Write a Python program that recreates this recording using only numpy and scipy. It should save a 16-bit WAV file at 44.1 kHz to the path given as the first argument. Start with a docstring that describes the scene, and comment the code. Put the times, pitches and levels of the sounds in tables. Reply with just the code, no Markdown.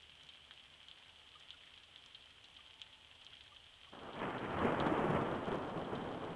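"""Wet pavement at night in light rain: near ticks and splashes, middle and far drops, a few puddle plinks.
Drops are short damped sine bursts with decaying spatter; the far wash is noise with drifting patches. Thunder
begins just before four seconds: filtered shocks over diffuse noise, swelling in lumps and then fading, with low
blows within it. Far off are a wavering low drone and a thin hum in spells. A small microphone hears it behind a
resonant port; a steady hiss, a thin whine and noise that follows the local level join in."""
import sys
import numpy as np
from scipy import signal
from scipy.fft import rfft, irfft, next_fast_len
from scipy.io import wavfile
from scipy.ndimage import uniform_filter1d

SR = 44100
rng = np.random.default_rng(int(sys.argv[2]) if len(sys.argv) > 2 else 0)


def voltage_ratio(level):
    """Linear amplitude factor for a level in decibels (scalar or array-like)."""
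    return 10 ** (np.asarray(level, float) / 20)


def log_audio(samples):
    """Write samples as a 16-bit WAV file to the path given in sys.argv[1]."""
    # one column per channel
    frames = np.atleast_2d(samples).T
    # limit to full scale, then quantise
    limited = np.clip(frames, -1, 1)
    pcm = np.round(limited * 32767).astype(np.int16)
    wavfile.write(sys.argv[1], SR, pcm)


N = 280035  # length in samples


def evened(x):
    """Normalizes mean power: scales to rms 1."""
    return x / np.sqrt(np.mean(x ** 2) + 1e-20)


def read(points, hz):
    """Interpolates a spectrum on a logarithmic frequency axis."""
    point_hz, value = np.transpose(points)
    return np.interp(np.log(hz + 1), np.log(point_hz + 1), value)


def add(mix, s, sound):
    """Superposition: adds a sound into the mix, in place, from time s."""
    part = mix[round(s * SR):][:len(sound)]
    part += sound[:len(part)]


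def coloured(x, gain):
    """Linear filtering: multiplies the spectrum by a gain that is a function of frequency."""
    size = next_fast_len(len(x) + 4096)
    return irfft(rfft(x, size) * gain(np.fft.rfftfreq(size, 1 / SR)), size)[:len(x)]


def port(x):
    """Helmholtz resonance: air in the microphone port is a mass on a spring, a peak and then a fall."""
    port_hz, port_q = 3156, 7.5
    return coloured(x, lambda hz: 1 / (1 - (hz / port_hz) ** 2 + 1j * hz / port_hz / port_q))


def tick(hz, cycles):
    """Damped oscillation: a sine burst that swells and dies within some cycles, peak 1 behind the port."""
    turns = np.arange(round(8 * cycles * SR / hz)) * hz / SR
    envelope = (turns / cycles) ** 1.5 * np.exp(-2 * turns / cycles)
    burst = np.sin(2 * np.pi * turns) * envelope
    tail = np.exp(-turns)
    burst -= burst.sum() * tail / tail.sum()  # an impact leaves no lasting pressure
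    return burst / abs(port(burst)).max()


def train(per_s, spread_db):
    """Poisson-like shot noise: random clicks of either sign, a few much larger."""
    hit, size, sign = rng.random(N), rng.exponential(1, N), rng.choice([-1., 1.], N)
    return (hit < per_s / SR) * sign * voltage_ratio(spread_db * np.minimum(size, 3.3))


def echoed(x):
    """Early reflection: nearby walls repeat a sound within milliseconds, with the treble dulled."""
    # first reflections from the walls: delay_s, level_db
    walls = [(.0038, -8), (.0078, -11), (.0125, -15), (.021, -18)]
    out = x.copy()
    dull = coloured(x, lambda hz: 1 / (1 + (hz / 5000) ** 4))
    for delay_s, level_db in walls:
        add(out, delay_s, voltage_ratio(level_db) * dull)
    return out


def drops():
    """Impact and spray: each near drop is a tick with a sharp edge and a thud, then a spatter of droplets."""
    # near drops: peak_s, peak_db (of the part that suits the tone, behind the port),
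    # tone (-1 dull thud, 0 tick, 1 sharp edge; clipped there), spatter_db (rms before rise and decay)
    near_drops = [(0.0224, -48, 1.1, -65), (0.2096, -47, -0.7, -54.5), (0.234, -42, 0.87, -56),
                  (0.29, -37.5, 0.54, -53), (0.337, -47, .05, -58), (0.4505, -50, .05, -67),
                  (0.5101, -36, -0.72, -52.5), (0.597, -47, .05, -65), (0.7394, -47, .1, -63),
                  (0.885, -37, 0.58, -54), (0.914, -39, .05, -63), (0.975, -47, -0.77, -58.5),
                  (1.0486, -51, -.4, -67), (1.0825, -54, 0.95, -70), (1.268, -52, .6, -61),
                  (1.341, -51, -1, -59), (1.3984, -48, 1.0, -59), (1.403, -49, 1.2, -68),
                  (1.435, -48, .5, -64), (1.5058, -34, 0.5, -50), (1.5306, -46, -.3, -70),
                  (1.569, -53, .6, -58), (1.606, -51, .4, -75), (1.636, -41, -0.77, -60),
                  (1.6755, -46, -0.76, -69), (1.9608, -37.5, .1, -58), (2.0044, -55, 0.52, -75),
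                  (2.0617, -42.5, 1.2, -69), (2.0846, -51, .4, -66), (2.1477, -40.5, .05, -50.5),
                  (2.2094, -50, .1, -60), (2.2245, -46.5, .1, -68), (2.307, -48, -0.67, -73),
                  (2.442, -41, 0.77, -51.5), (2.543, -47, .8, -58), (2.566, -46, .2, -54.5),
                  (2.6706, -57, 0.77, -75), (2.817, -31, .65, -47), (2.9285, -50, .1, -55.5),
                  (3.0117, -54, .05, -69), (3.114, -50, .05, -70), (3.248, -40.5, 0.94, -61),
                  (3.2666, -38.5, .05, -68), (3.3347, -45, .2, -61), (3.353, -52, 1, -66),
                  (3.382, -51, .5, -65), (3.4097, -42, -0.57, -56), (3.439, -49, .95, -72),
                  (3.4628, -45, -0.78, -59), (3.4795, -48, .05, -72), (3.5634, -45, -0.57, -53),
                  (3.7407, -46, -0.31, -62), (3.901, -52, 1, -75), (3.9369, -48, -.5, -73),
                  (4.133, -42, .05, -54), (4.1922, -42.5, -.3, -57), (4.383, -42, .05, -72),
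                  (4.5054, -50, .1, -56), (4.588, -44, .5, -53), (4.8016, -29, 0.49, -47.5),
                  (4.8656, -41, .1, -52), (5.3147, -44, 0.14, -66), (5.4567, -45, 0.86, -53.5),
                  (5.518, -42.5, .05, -62), (5.5563, -46, .95, -58), (5.845, -52, .3, -54),
                  (5.9538, -41, 0.51, -53), (6.015, -45, .05, -57), (6.09, -45, -0.51, -74)]
    # how far each part sinks when the tone is not its own
    tick_loss_db, edge_loss_db, thud_loss_db = 13, 22, 18
    spatter_rise_s, spatter_t60_s = 0.0023, .065
    out, t = np.zeros(N), np.arange(3500) / SR
    detune = rng.uniform(.9, 1.1, (len(near_drops), 3))
    droplets = rng.standard_normal((len(near_drops), len(t)))
    droplets = droplets * abs(droplets)  # uneven sizes
    spatter_shape = voltage_ratio(-60 * t / spatter_t60_s) * np.minimum(t / spatter_rise_s, 1)
    for (peak_s, peak_db, tone, spatter_db), (a, b, c), spray in zip(near_drops, detune, droplets):
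        body = tick(3500 * a, 1.0)
        spatter = np.convolve(spray, body)[:len(t)]
        drop = voltage_ratio(spatter_db) * spatter_shape * spatter / port(spatter).std()
        sharp, dull = np.clip(tone, 0, 1), np.clip(-tone, 0, 1)
        add(drop, 0, voltage_ratio(peak_db - tick_loss_db * (sharp + dull) ** 4) * body)
        add(drop, .0002, voltage_ratio(peak_db - edge_loss_db * (1 - sharp)) * tick(6600 * b, .9))
        add(drop, 0, voltage_ratio(peak_db - thud_loss_db * (1 - dull)) * tick(1800 * c, 1.0))
        add(out, peak_s - .0005, drop)
    return echoed(out)


def thunder():
    """Extended source: shocks from each kink of the lightning channel arrive scattered over diffuse echoes."""
    # loudness of the roll before its deep end and treble are weighted: time_s, level_db
    roll_levels = [(3.92, -56), (3.94, -54.5), (3.99, -56), (4.09, -48), (4.12, -52.5), (4.23, -41),
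                   (4.37, -44), (4.52, -42), (4.61, -37.5), (4.66, -32.5), (4.7, -37.5), (5.17, -35),
                   (5.21, -38), (5.32, -39.5), (5.37, -42), (5.5, -42), (5.53, -36.5), (5.61, -42),
                   (5.75, -43.5), (5.78, -41), (5.86, -45.5), (5.94, -41), (6.35, -46)]
    # relative spectrum of the thunder in the air: freq_hz, density_db
    air_colour = [(20, -8), (50, -15), (90, -2), (140, 1), (220, 0.5), (450, -1), (900, -6), (1300, -11.5),
                  (1800, -21), (2600, -34.5), (3400, -52), (4500, -62.5), (7000, -58)]
    front_s = 3.921
    boom_start_db, boom_drift_db_per_s = -5, 1.2
    # later sound comes from farther up the channel and has lost more treble
    crackle_start_db, crackle_drift_db_per_s, crackle_least_db = 11, -6, 0
    # the first arrivals graze the ground and lack the top of the crackle
    muffled_db, muffled_hz, opening_s = -12, 1750, .24
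    since = np.arange(N) / SR - front_s
    level_db = np.interp(since + front_s, *np.transpose(roll_levels))
    boom_db = boom_start_db + boom_drift_db_per_s * since
    crackle_db = np.maximum(crackle_start_db + crackle_drift_db_per_s * since, crackle_least_db)
    muffle_db = muffled_db * np.clip(1 - (since / opening_s) ** 4, 0, 1)

    echoes = np.clip(0.71 + 0.81 * since, 0, 2.2)  # the diffuse echoes build up after the first arrivals
    shocks = evened(train(per_s=1200, spread_db=3.5)) + echoes * rng.standard_normal(N)
    shocks = shocks / np.sqrt(1 + echoes ** 2)
    # kinks come in clumps
    lumps = evened(coloured(rng.standard_normal(N), lambda hz: 1 / (1 + (hz / 30) ** 2)))
    air = evened(coloured(shocks * voltage_ratio(1.1 * lumps), lambda hz: voltage_ratio(read(air_colour, hz))))

    boom = coloured(air, lambda hz: 1 / (1 + (hz / 170) ** 4))
    crackle = coloured(air, lambda hz: 1 - 1 / (1 + (hz / 1400) ** 4))
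    roll = air + (voltage_ratio(boom_db) - 1) * boom + (voltage_ratio(crackle_db) - 1) * crackle
    top = coloured(roll, lambda hz: 1 - 1 / (1 + (hz / muffled_hz) ** 8))
    roll = roll + (voltage_ratio(muffle_db) - 1) * top
    return voltage_ratio(level_db) * roll * np.clip(since / 0.0098, 0, 1)  # the first front arrives abruptly


def thumps():
    """Coincident arrival: a long straight stretch of the channel is heard at once as a low, brief blow."""
    # heavy blows within the thunder: time_s, peak_db (behind the port), pitch_hz
    blows = [(4.53, -45, 85), (4.601, -48, 81.5), (4.647, -30.5, 230), (4.651, -31, 380), (4.744, -38, 236),
             (4.789, -45.5, 72), (4.919, -30, 314), (5.007, -32, 448), (5.042, -27.5, 355),
             (5.094, -33, 162), (5.464, -44, 198), (5.522, -33, 379), (5.764, -40.5, 170),
             (5.931, -36.5, 395), (6.02, -44, 219), (6.145, -47, 170)]
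    out = np.zeros(N)
    for time_s, peak_db, pitch_hz in blows:
        add(out, time_s - .003, voltage_ratio(peak_db) * tick(pitch_hz, 2.53))
    return out


def plinks():
    """Bubble resonance: air trapped in a puddle swells into a short note that rises a little."""
    # bubbles: peak_s, peak_db (ahead of the port), pitch_hz (middle of the rise), length_s
    bubbles = [(1.357, -57.5, 1230, 0.023), (1.541, -62, 1430, 0.022), (2.594, -61, 1190, 0.017),
               (3.333, -63, 1440, 0.009), (3.522, -61, 1190, 0.029), (3.874, -63, 1120, 0.027)]
    out = np.zeros(N)
    for peak_s, peak_db, pitch_hz, length_s in bubbles:
        t = np.arange(0, length_s, 1 / SR)
        bent_t = t + .015 * t * (t / length_s - 1)  # from 1.5 % below the pitch to 1.5 % above
        envelope = np.sin(np.pi * (t / length_s) ** 0.45)
        add(out, peak_s - .004, voltage_ratio(peak_db) * np.sin(2 * np.pi * pitch_hz * bent_t) * envelope)
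    return out


def patter():
    """Shot noise through resonances: drops at middle distance, as random ticks at ten pitches."""
    pitches = np.geomspace(1500, 6500, 10)
    gains = voltage_ratio(-4 * abs(np.log2(pitches / 3000)))  # most ticks are heard near the port's ring
    ticks = np.zeros(N)
    for hz, gain in zip(pitches, gains):
        ticks += gain * signal.oaconvolve(train(per_s=45, spread_db=8), tick(hz, 0.47))[:N]
    return voltage_ratio(-74) * evened(echoed(ticks))


def wash():
    """Incoherent summation: countless far drops are noise with drifting patches and a shared flicker."""
    # relative spectrum of far rain and night air: freq_hz, density_db
    wash_colour = [(20, -19), (60, 3.5), (200, 0), (340, -1), (700, 1), (1500, -1.5), (2400, -4),
                   (3200, -6), (4400, -8.5), (6500, -10), (12000, -42)]
    frames = N // 128 + 5
    patches = uniform_filter1d(rng.standard_normal((frames, 257)), 20, 0)  # smooth in time
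    patches = evened(uniform_filter1d(patches, 6, 1))  # and in frequency
    flicker = evened(uniform_filter1d(rng.standard_normal(frames), 6))[:, None]  # the same in all bands
    noise = coloured(rng.standard_normal(frames * 128), lambda hz: voltage_ratio(read(wash_colour, hz)))
    z = signal.stft(noise, nperseg=512, noverlap=384)[2]
    z = z[:, :frames] * voltage_ratio(0.75 * patches + 0.39 * flicker).T
    noise = signal.istft(z, nperseg=512, noverlap=384)[1][:N]
    return voltage_ratio(-69.5) * evened(noise)


def drone():
    """Frequency modulation and narrow-band noise: a wavering low note among a few noise bands."""
    # bands: centre_hz, width_hz (between half-amplitude points), level_db (rms before drift), drift_db_per_s
    drone_bands = [(94, 63, -84, 2), (146.4, 20, -81, -4), (263, 29, -88.5, .1), (33.2, 25, -86, 0.5)]
    waver = evened(coloured(rng.standard_normal(N), lambda f: 1 / (1 + (f / 3) ** 2)))
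    turns = np.cumsum(76.3 + 3.6 * waver) / SR  # pitch in Hz
    out = voltage_ratio(-80 + 1.6 * waver[::-1]) * np.sqrt(2) * np.sin(2 * np.pi * turns)
    for centre_hz, width_hz, level_db, drift_db_per_s in drone_bands:
        noise = rng.standard_normal(N)
        band = evened(coloured(noise, lambda f: 1 / (1 + (2 * (f - centre_hz) / width_hz) ** 2)))
        out += voltage_ratio(level_db + drift_db_per_s * np.arange(N) / SR) * band
    return out


def hum():
    """Frequency modulation: a thin distant tone wavers in pitch and comes in spells."""
    # spells: start_s, length_s, pitch_hz (mean), level_db (rms between the fades, ahead of the port)
    spells = [(.85, .7, 880, -85.5), (2.55, 0.56, 879, -80.5), (3.08, 0.56, 850, -85)]
    fade_s = 0.054
    out = np.zeros(N)
    waver = evened(coloured(rng.standard_normal(N), lambda f: 1 / (1 + (f / 8) ** 2)))
    for start_s, length_s, pitch_hz, level_db in spells:
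        t = np.arange(0, length_s, 1 / SR)
        fade = np.clip(np.minimum(t, length_s - t) / fade_s, 0, 1)
        turns = np.cumsum(pitch_hz + 6.0 * waver[round(start_s * SR):][:len(t)]) / SR
        add(out, start_s, np.sqrt(2) * voltage_ratio(level_db) * fade * np.sin(2 * np.pi * turns))
    return out


def scene():
    """Superposition: rain in its layers, the thunder and the far tones add up to one channel."""
    rain = drops() + plinks() + patter() + wash()
    storm = thunder() + thumps()
    return (rain + storm + drone() + hum())[None]


def band_limit(x):
    """A steep low-pass at the top of the band."""
    return signal.sosfilt(signal.butter(12, 12270, fs=SR, output="sos"), x)


def record(dry):
    """The port rings; a steady hiss, noise that follows the local level and a whine join in."""
    # relative spectrum shared by the hiss and the level-following noise: freq_hz, density_db
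    noise_colour = [(300, -17), (3000, -4), (7500, -4.5), (10400, -7), (12100, -19), (13000, -37)]
    heard = port(dry[0])
    local_rms = np.sqrt(abs(uniform_filter1d(heard ** 2, 120)))
    noise_gain = np.hypot(voltage_ratio(-79.5), voltage_ratio(-37) * local_rms)  # steady part and following part, by power
    noise = coloured(noise_gain * rng.standard_normal(N), lambda hz: voltage_ratio(read(noise_colour, hz)))
    noise = evened(noise) * np.sqrt(np.mean(noise_gain ** 2))
    whine = voltage_ratio(-88.0) * np.sin(2 * np.pi * 7989 * np.arange(N) / SR)
    return band_limit((heard + noise + whine)[None])


dry = scene()
out = record(dry)
log_audio(out)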